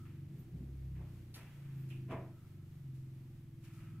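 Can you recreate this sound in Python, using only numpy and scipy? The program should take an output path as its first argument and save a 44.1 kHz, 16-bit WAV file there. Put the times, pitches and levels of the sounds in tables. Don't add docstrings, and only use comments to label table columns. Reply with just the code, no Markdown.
import sys
import numpy as np
from scipy import signal
from scipy.fft import rfft, irfft, next_fast_len
from scipy.io import wavfile
from scipy.ndimage import map_coordinates

SR = 44100
rng = np.random.default_rng(int(sys.argv[2]) if len(sys.argv) > 2 else 0)


def unload_audio(sound):
    columns = np.transpose(np.atleast_2d(sound))
    steps = np.round(np.clip(columns, -1, 1) * 32767)
    wavfile.write(sys.argv[1], SR, steps.astype(np.int16))


N = 176400

# time in seconds, exhaust pulses per second.
ENGINE_SPEED = [(0, 24.06), (0.23, 23.34), (0.4, 27.78), (0.55, 32.2), (0.7, 33.4), (0.9, 32.7),
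                (1.1, 31.12), (1.3, 29.52), (1.6, 27.81), (1.9, 26.02), (2.3, 25.39), (2.5, 24.05),
                (2.7, 23.59), (2.9, 21.95), (3.2, 21.73), (3.4, 20.62), (3.6, 20.57), (4, 20.02)]
# time in seconds, gain in dB.
THROB_GAIN = [(0, 2), (.25, 1), (.65, -4), (.95, 1.5), (1.3, 2.5), (1.52, -4), (1.78, 2), (2.2, 2.5),
              (2.4, -4), (2.6, 1), (2.8, -3), (2.9, .5), (3.3, 0), (3.45, -3), (4, 0)]
UPPER_GAIN = [(0, 1.5), (.65, 0), (.85, -4), (1.4, -3.5), (2, 4), (2.9, -1), (3.5, 1), (3.9, 2.5)]
BOOM_GAIN = [(.45, -74), (.57, -51), (.86, -47.5), (1.02, -48.5), (1.09, -62), (1.22, -59), (1.4, -76)]
RUSH_GAIN = [(.22, -64), (.32, -56), (.48, -59.5), (.6, -51.5), (.77, -60), (1.2, -61.5), (2.1, -68),
             (4, -73)]
# frequency in Hz, gain in dB.
EXHAUST_RESONANCE = [(60, -76), (82, -67), (98, -54), (107, -62), (113, -56), (120, -56), (126, -51),
                     (131, -47.5), (136, -49), (143, -55), (151, -65), (160, -55), (168, -67), (182, -65),
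                     (198, -73), (218, -76), (241, -70), (255, -77), (285, -77), (314, -77), (328, -68),
                     (338, -69.5), (356, -79), (420, -95)]
RUSH_COLOUR = [(40, -27), (90, -15), (150, 2), (210, -4), (350, -9), (440, -21), (2000, -58)]

# time in seconds, gain in dB.
HISS_GAIN = [(0, -75), (1.6, -72), (2.6, -75), (4, -75.5)]
# frequency in Hz, relative level in dB.
HISS_COLOUR = [(260, -30), (450, -3.5), (972, -8), (2190, -7), (5000, -15), (9650, -18.5), (14000, -15.5),
               (15500, -23)]
RUMBLE_COLOUR = [(24, -2.5), (45, -6), (400, -25), (900, -51.5)]
WHISTLE_COLOUR = [(1050, -30), (1240, -8), (1305, 2), (1380, -10), (1800, -28)]
# start in seconds, level in dB, rise and 60 dB decay in seconds.
WHISTLES = [(-.05, -68, 0.047, 0.55), (2.26, -73.5, .12, 1.2), (3.66, -73.5, 0.081, 8)]
# frequency in Hz, left-right correlation.
DIFFUSE_CORRELATION = [(300, 1), (1000, 0.63), (4000, -0.0097), (12000, 0.7)]
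SOURCE_CORRELATION = [(300, 1), (1100, 0.97), (2300, 0.63), (4000, -0.2), (12000, 0.2)]

# start in seconds, level in dB, rise and 60 dB decay in seconds.
GRIT_GRINDS = [(.05, -70, 0.0041, 0.95), (.91, -72, 0.053, 1.1), (1.325, -61, 0.037, 0.97),
               (1.62, -73, 0.036, 2), (2.072, -55.5, 0.046, 0.24), (3.608, -70.5, 0.037, 1.8),
               (3.7, -69, 0.11, 0.86)]
FABRIC_SWISHES = [(.375, -67.5, 0.022, .14), (1.72, -72, .08, 0.34)]
SOLE_SCUFFS = [(.965, -61.5, 0.043, 0.34), (1.335, -60, .045, 0.35), (2.071, -43, 0.055, 0.45)]
SAND_AND_CLOTH_SCRAPES = [(1.335, -61, 0.025, 0.32), (1.88, -69, 0.011, 0.31), (2.92, -75, 0.032, 0.71),
                          (3.59, -68, 0.06, 0.4), (3.68, -70.5, .07, .7)]
HEEL_CRUNCH = (1.337, -51.5, .008, .14)
SOLE_SQUEAKS = [(1.897, -59.5, 0.007, 0.4), (3.62, -70, 0.03, 0.3)]
# frequency in Hz, relative level in dB.
GRIT_COLOUR = [(400, -13), (1300, -1), (2550, 0), (3200, -5.5), (4200, -18.5), (12000, -24.5), (16000, -37)]
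SWISH_COLOUR = [(10500, -16), (14200, 7), (15600, -17)]
SCUFF_COLOUR = [(80, -1), (400, 1.5), (520, -3), (680, 0), (800, -7), (1030, -4), (1300, -13),
                (2400, -16.5), (6000, -60)]
SCRAPE_COLOUR = [(800, -4), (4600, 1), (8200, -1), (11000, 0), (15500, -7)]
CRUNCH_COLOUR = [(1500, -11), (4500, 2), (8000, -13), (11000, 0), (15500, -14)]
SQUEAK_COLOUR = [(1900, -14), (2350, -5), (2480, 2), (2750, -1), (3200, -7), (4500, -26)]
# frequency in Hz, 60 dB decay in seconds.
CAVE_DECAY = [(500, 0.43), (12000, 0.083)]
# start in seconds, level in dB, frequency in Hz.
LOW_BUMPS = [(0.294, -38, 140.2), (.385, -40, 124), (.535, -37.5, 155.7), (2.85, -45, 128)]
# frequency in Hz, dB against its scuff, 60 dB decay in seconds.
HOLLOW_MODES = [(334, -11, .6), (657, -1.5, .33), (986, -14, .33)]

TIME = np.arange(N) / SR


def amp(db):
    return 10 ** (np.asarray(db) / 20)


def unit(x):
    return x / np.sqrt(np.mean(x ** 2) + 1e-20)


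def along(points, hz):
    freqs, values = np.transpose(points)
    return np.interp(np.log(hz + 1), np.log(freqs + 1), values)


def curve(rows):
    return np.interp(TIME, *np.transpose(rows))


def wobble(per_s):
    return map_coordinates(rng.standard_normal(int(N * per_s / SR) + 4), [TIME * per_s])


def filtered(x, response):
    size = next_fast_len(N + SR // 2)
    return irfft(rfft(x, size) * response(np.fft.rfftfreq(size, 1 / SR)), size)[..., :N]


def ringing(colour, hz):
    grid = np.fft.rfftfreq(SR, 1 / SR)
    cepstrum = irfft(np.log(amp(along(colour, grid))))
    cepstrum[1:SR // 2] *= 2
    cepstrum[SR // 2 + 1:] = 0
    return np.interp(hz, grid, np.exp(rfft(cepstrum)))


def noise(colour, correlation):
    def mid_side(hz):
        angle = np.arccos(np.clip(along(correlation, hz), -1, 1)) / 2
        return amp(along(colour, hz)) * [np.cos(angle), np.sin(angle)]
    mid, side = filtered(rng.standard_normal((2, N)), mid_side)
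    return unit(np.array([mid + side, mid - side]))


def swell(start, db, rise, t60):
    age = TIME - start
    return amp(db - 60 * np.maximum(age - rise, 0) / t60) * np.clip(age / rise, 0, 1) ** 2


def grainy_swells(strokes, colour, grain_db):
    power = sum(swell(*stroke) ** 2 for stroke in strokes)
    return np.sqrt(power) * unit(noise(colour, SOURCE_CORRELATION) * amp(grain_db * wobble(per_s=260)))


def distant_engine(first_pulse_s=.011, upper_hz=197, scatter_rad=.11, waver_rad=.3, waver_db=1.8):
    pulse_hz, upper_db = curve(ENGINE_SPEED), curve(UPPER_GAIN)
    phase = 2 * np.pi * (np.cumsum(pulse_hz) / SR - first_pulse_s * pulse_hz[0])
    throb = 0
    for k in range(3, 18):
        hz = k * pulse_hz
        angle = k * (phase + scatter_rad * rng.normal())
        angle += waver_rad * wobble(4)
        harmonic = np.real(ringing(EXHAUST_RESONANCE, hz) * np.exp(1j * angle))
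        throb += harmonic * amp(waver_db * wobble(3.81) + upper_db / (1 + (upper_hz / hz) ** 10))
    throb *= amp(curve(THROB_GAIN))
    boom = np.sin(2 * phase) * amp(curve(BOOM_GAIN))
    rush = noise(RUSH_COLOUR, SOURCE_CORRELATION) * amp(curve(RUSH_GAIN))
    return np.sqrt(2) * (throb + boom) + rush


def cave_air(hiss_trim_db=0.5, waver_db=0.94, rumble_db=-65.5):
    hiss = noise(HISS_COLOUR, DIFFUSE_CORRELATION)
    hiss *= amp(curve(HISS_GAIN) + hiss_trim_db + waver_db * wobble(10))
    return hiss + amp(rumble_db) * noise(RUMBLE_COLOUR, correlation=[(20, 0.45), (100, 0.8)])


def whistle():
    return grainy_swells(WHISTLES, WHISTLE_COLOUR, grain_db=1.5)


def shoes_and_clothing():
    return (grainy_swells(SOLE_SCUFFS, SCUFF_COLOUR, grain_db=-1)
            + grainy_swells(GRIT_GRINDS, GRIT_COLOUR, grain_db=0.5)
            + grainy_swells(SOLE_SQUEAKS, SQUEAK_COLOUR, grain_db=0.5)
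            + grainy_swells(SAND_AND_CLOTH_SCRAPES, SCRAPE_COLOUR, grain_db=1.5)
            + grainy_swells(FABRIC_SWISHES, SWISH_COLOUR, grain_db=1.5))


def cave_echo(near):
    white = noise([(1, 0)], DIFFUSE_CORRELATION)[:, :SR]
    hz, age, spectra = signal.stft(white, SR, nperseg=256)
    decay = amp(-60 * age / along(CAVE_DECAY, hz)[:, None])
    _, tail = signal.istft(spectra * decay, SR, nperseg=256)
    return signal.fftconvolve(near.mean(0)[None], tail / np.linalg.norm(tail[0]), axes=1)[:, :N]


def low_bumps():
    return sum(swell(start, db, rise=.016, t60=0.093) * np.sin(2 * np.pi * hz * (TIME - start))
               for start, db, hz in LOW_BUMPS)


def heel_crunch(cracks_per_s=2500, left_lag_s=.0001):
    ticks = rng.standard_normal(N) * (rng.random(N) < cracks_per_s / SR)
    cracks = swell(*HEEL_CRUNCH) * unit(filtered(ticks, lambda hz: ringing(CRUNCH_COLOUR, hz)))
    delay_s = np.array([[.5], [-.5]]) * left_lag_s
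    return filtered(cracks, lambda hz: np.exp(-2j * np.pi * hz * delay_s))


def hollow_step(waver_rad=.5):
    start, step_db, rise, _ = SOLE_SCUFFS[-1]
    return sum(swell(start, step_db + db, rise, t60)
               * np.sin(2 * np.pi * hz * TIME + waver_rad * wobble(90)) for hz, db, t60 in HOLLOW_MODES)


def scene(echo_db=-13.5):
    near = shoes_and_clothing() + heel_crunch() + hollow_step()
    return distant_engine() + low_bumps() + near + amp(echo_db) * cave_echo(near) + whistle() + cave_air()


def record(dry, top_hz=15650):
    return filtered(dry, lambda hz: hz < top_hz)


dry = scene()
out = record(dry)
unload_audio(out)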